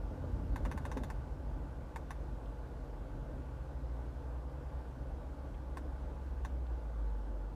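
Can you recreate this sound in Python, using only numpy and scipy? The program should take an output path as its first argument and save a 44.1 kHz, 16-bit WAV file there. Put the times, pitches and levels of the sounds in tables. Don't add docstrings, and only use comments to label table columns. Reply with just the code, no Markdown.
import sys
import numpy as np
from scipy import signal
from scipy.fft import rfft, irfft, next_fast_len
from scipy.io import wavfile
from scipy.ndimage import uniform_filter1d, map_coordinates

SR = 44100
rng = np.random.default_rng(int(sys.argv[2]) if len(sys.argv) > 2 else 0)


def wav_out(sig):
    wavfile.write(sys.argv[1], SR, np.round(np.clip(np.atleast_2d(sig).T, -1, 1) * 32767).astype(np.int16))


N = 332955


def amp(db):
    return 10 ** (np.asarray(db) / 20)


def unit(x):
    return x / np.sqrt(np.mean(x ** 2) + 1e-20)


def along(points, hz):
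    point_hz, values = np.transpose(points)
    return np.interp(np.log(hz + 1), np.log(point_hz + 1), values)


def curves(rows):
    time_s, *columns = np.transpose(rows)
    return [np.interp(np.arange(N) / SR, time_s, column) for column in columns]


def wobble(rate_hz):
    knots = rng.standard_normal(int(N * rate_hz / SR) + 4)
    return map_coordinates(knots, [np.arange(N) * rate_hz / SR])


def filtered(x, response):
    size = next_fast_len(len(x) + 8192)
    spectrum = rfft(x, size) * response(np.fft.rfftfreq(size, 1 / SR))
    return irfft(spectrum, size)[:len(x)]


def rush(colour_db, patchy_db):
    z = signal.stft(rng.standard_normal(N + 512), nperseg=512)[2]
    field = uniform_filter1d(rng.standard_normal(z.shape), size=5, axis=0)
    field = uniform_filter1d(field, size=12, axis=1)
    noise = signal.istft(z * amp(patchy_db * unit(field)), nperseg=512)[1][:N]
    return unit(filtered(noise, lambda hz: amp(colour_db(hz))))


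def ring(modes, t, spread_db, rise_s):
    chance = rng.standard_normal(len(modes))
    total = 0
    for k, (hz, db, t60_s) in enumerate(modes):
        envelope = amp(db + spread_db * chance[k] - 60 * t / t60_s)
        total = total + (-1) ** (k + 1) * envelope * np.sin(2 * np.pi * hz * t)
    return (1 - np.exp(-t / rise_s)) * total


def engine():
    # time in seconds, shaft turns per second, order gain in dB, fourth-order boom in dB.
    idle = [(0, 11.74, -50, -44.5), (1.5, 11.78, -55, -44.5), (2.25, 11.75, -56, -53),
            (3.75, 11.77, -53, -53), (5.25, 11.82, -55, -53), (6.4, 11.98, -63, -59),
            (7.55, 12.02, -63, -60)]
    # multiple of the shaft rate, relative level in dB.
    shaft_orders = [(2, 1), (6, 5.5), (8, -12), (10, -2), (11, -5), (12, -0.5), (22, -12.5), (24, -15.5),
                    (26, -13)]
    turns_hz, db, boom_db = curves(idle)
    angle = 2 * np.pi * np.cumsum(turns_hz * (1 + 0.0015 * wobble(2.88))) / SR
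    orders = 0
    for k, level_db in shaft_orders:
        phase = rng.uniform(0, 2 * np.pi)
        orders = orders + amp(level_db + 2.5 * wobble(5)) * np.sin(k * angle + phase)
    boom = amp(boom_db + 0.53 * wobble(2.4)) * np.sin(4 * angle)
    return amp(db) * orders + boom


def blower():
    # time in seconds, rms level in dB.
    air = [(0, -52), (0.9, -51), (1.4, -53), (6, -53), (7.55, -54)]
    # frequency in Hz, relative density in dB per Hz.
    air_colour = [(88, -33.5), (150, -13), (168, -9.5), (204, -13), (273, -7.5), (409, -13), (495, -8.5),
                  (687, -14.5), (850, -13), (1180, -20.5), (1320, -27), (1510, -26), (1950, -30.5),
                  (2180, -33), (15000, -52)]
    # centre in Hz, width in Hz, boost in dB.
    ducts = [(304, 88, 2.5), (498, 68, 2), (622, 59, 2.5), (862, 21, 5.5), (1162, 47, 3), (1457, 176, 6.5)]

    def colour_db(f):
        lift_db = sum(lift * np.exp(-((f - hz) / width) ** 2) for hz, width, lift in ducts)
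        return along(air_colour, f) + lift_db - 40 * (f > 15150)

    db, = curves(air)
    return amp(db + 0.2 * wobble(8)) * rush(colour_db, patchy_db=0.96)


def traffic():
    # time in seconds, firing rate in Hz, rms level in dB.
    drones = [
        [(0.25, 54.3, -58), (0.5, 54.5, -47), (1.2, 60.9, -47), (1.75, 60.1, -48), (2.0, 56.5, -49),
         (2.25, 52.5, -40.5), (2.75, 52.9, -47), (3.5, 56.6, -47), (3.8, 57.6, -41.5), (5.0, 62.9, -45),
         (6.25, 66.3, -44), (6.5, 64.1, -40.5), (7.0, 52.9, -39), (7.25, 49.1, -37), (7.5, 47.9, -35.5)],
        [(0, 37, -59), (3, 37.4, -58), (4.8, 37, -62), (5.4, 38, -56), (6, 43.7, -45.5), (6.5, 48.5, -46),
         (7, 49.5, -50)],
        [(0, 84.6, -49), (0.6, 84.5, -46), (1.8, 85.3, -61)],
        [(2.5, 46.9, -53), (3.2, 42.7, -53), (3.7, 44.7, -51), (4, 49.7, -56.5)],
    ]
    # time in seconds, rumble rms level in dB.
    road = [(0, -49), (0.4, -39.5), (1.1, -42.5), (2, -48), (3.5, -48.5), (4.1, -61), (4.9, -48),
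            (7.55, -48)]
    # frequency in Hz, relative density in dB per Hz.
    rumble = [(12, -22), (20, -9), (48, 14), (70, 0.5), (153, -4), (201, -9.5), (290, -7.5), (409, -23),
              (499, -22), (600, -22), (780, -62), (1320, -120)]
    out, t = 0, np.arange(N) / SR
    for rows in drones:
        hz, db = curves(rows)
        start_s, end_s = rows[0][0] - .1, rows[-1][0] + .1
        fade = np.clip(np.minimum(t - start_s, end_s - t) / .15, 0, 1)
        angle = 2 * np.pi * np.cumsum(hz) / SR + rng.uniform(0, 2 * np.pi)
        tone = np.sin(angle) + amp(-25.0) * np.sin(2 * angle)
        out = out + np.sqrt(2) * fade * amp(db + 1.9 * wobble(9)) * tone
    road_db, = curves(road)
    road_gain = amp(road_db + 1.6 * wobble(7))
    return out + road_gain * rush(lambda hz: along(rumble, hz), patchy_db=1.0)


def hand():
    # start in seconds, gain in dB, hardness as a tilt in dB per octave.
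    bumps = [(0.108, -38, -1), (0.237, -40, 2), (0.602, -53, 10), (0.661, -41.5, 2), (0.74, -34.5, -9),
             (0.862, -47, 6), (.964, -34.5, 3.5), (1.011, -37.5, -4), (3.361, -47, -2)]
    # frequency in Hz, level in dB before the tilt, t60 in seconds.
    console = [(180, -6.5, 0.077), (204, -0.5, 0.092), (262, -1.5, 0.16), (415, -5.5, 0.076),
               (510, -9.5, 0.1), (590, 1.5, 0.038)]
    # start in seconds, gain in dB, noise centre in Hz.
    touches = [(2.455, -64, 3400), (5.541, -60, 2700), (6.665, -65, 3400)]
    brush_t60_s, brush_rise_s = .055, .002
    out, t = np.zeros(N + SR), np.arange(SR // 4) / SR
    for s, db, hz in touches:
        band = lambda f: np.exp(-(np.log((f + 1) / hz) / .3) ** 2)
        puff = unit(filtered(rng.standard_normal(len(t)), band))
        envelope = amp(db - 60 * t / brush_t60_s) * (1 - np.exp(-t / brush_rise_s))
        out[round(s * SR):][:len(t)] += envelope * puff
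    pivot_hz = console[1][0]
    for s, db, hard_db in bumps:
        struck = [(hz, level_db + hard_db * np.log2(hz / pivot_hz), t60_s) for hz, level_db, t60_s in console]
        out[round(s * SR):][:len(t)] += amp(db) * ring(struck, t, spread_db=2.0, rise_s=0.0047)
    return out[:N]


def cabin(x, tail_db):
    # delay in seconds, gain in dB.
    walls = [(.00112, -4.5), (.0039, -9), (.0056, -8), (.0078, -9.5), (0.0102, -8), (0.0124, -18),
             (.0165, -21), (.021, -35)]
    # frequency in Hz, t60 in seconds.
    tail_t60 = [(500, .1), (2000, .085), (6000, .1), (14000, .085)]
    hz, t, z = signal.stft(rng.standard_normal(len(x)), SR, nperseg=128)
    decay = amp(-60 * t / along(tail_t60, hz)[:, None])
    tail = signal.istft(z * decay, SR, nperseg=128)[1][:len(x)]
    delayed = np.pad(tail, (110, 0))[:len(x)]
    answer = amp(tail_db) * delayed / np.linalg.norm(tail)
    answer[0] += 1
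    for s, db in walls:
        answer[round(s * SR)] += amp(db)
    return signal.fftconvolve(x, answer)[:len(x)]


def dial():
    # start in seconds, panel knock gain in dB.
    detents = [(0.5597, -38.5), (0.6514, -41), (0.7142, -39), (0.776, -41), (0.8525, -38.5),
               (0.9155, -40.5), (0.9713, -40.5), (1.0353, -42), (1.1012, -41), (1.9597, -39), (2.1063, -39),
               (5.7711, -40.5), (6.4492, -40)]
    # start in seconds, gain in dB.
    rebounds = [(.6568, -41), (.7205, -46), (.9745, -46)]
    # frequency in Hz, level in dB, t60 in seconds.
    spring = [(3674, 6, 0.0057), (4580, -4.5, 0.01), (5140, -0.5, 0.005), (6050, 1, 0.0091),
              (6960, -2.5, 0.012), (8100, -4, 0.0074), (9030, -3.5, 0.0075), (9900, -9, 0.0085),
              (10600, -2, 0.0055), (12340, -4.5, 0.0062), (13300, -9, .007), (14700, -20, .004)]
    # frequency in Hz, level in dB, t60 in seconds.
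    panel = [(910, 4.5, 0.011), (1165, -3.5, 0.017), (1513, -2.5, 0.017), (1780, -0.5, 0.0062),
             (2097, -6, 0.015), (2660, -12.5, 0.01)]
    tick_db = -57.5
    rebound_speed = 1.1
    out, t = np.zeros(N + SR), np.arange(SR // 6) / SR
    for s, db in detents:
        tick = ring(spring, t, spread_db=2.6, rise_s=0.00012)
        tick[:2] += np.array([1, -1])
        knock = ring(panel, t, spread_db=0.5, rise_s=0.00018)
        tick, knock = cabin(tick, tail_db=2.5), cabin(knock, tail_db=-3.5)
        out[round(s * SR):][:len(t)] += amp(tick_db) * tick + amp(db) * knock
    for s, db in rebounds:
        rock = ring(panel, rebound_speed * t, spread_db=2.5, rise_s=0.00037)
        out[round(s * SR):][:len(t)] += amp(db) * cabin(rock, tail_db=-4)
    return out[:N]


def scene():
    return (engine() + blower() + traffic() + hand() + dial())[None]


def record(dry):
    bass_hz, top_hz = 36, 15750
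    edge = SR // 10
    longer = np.pad(dry[0], edge, "reflect", reflect_type="odd")

    def response(hz):
        return (hz < top_hz) * hz ** 4 / np.hypot(hz ** 4, bass_hz ** 4)

    return filtered(longer, response)[None, edge:-edge]


dry = scene()
out = record(dry)
wav_out(out)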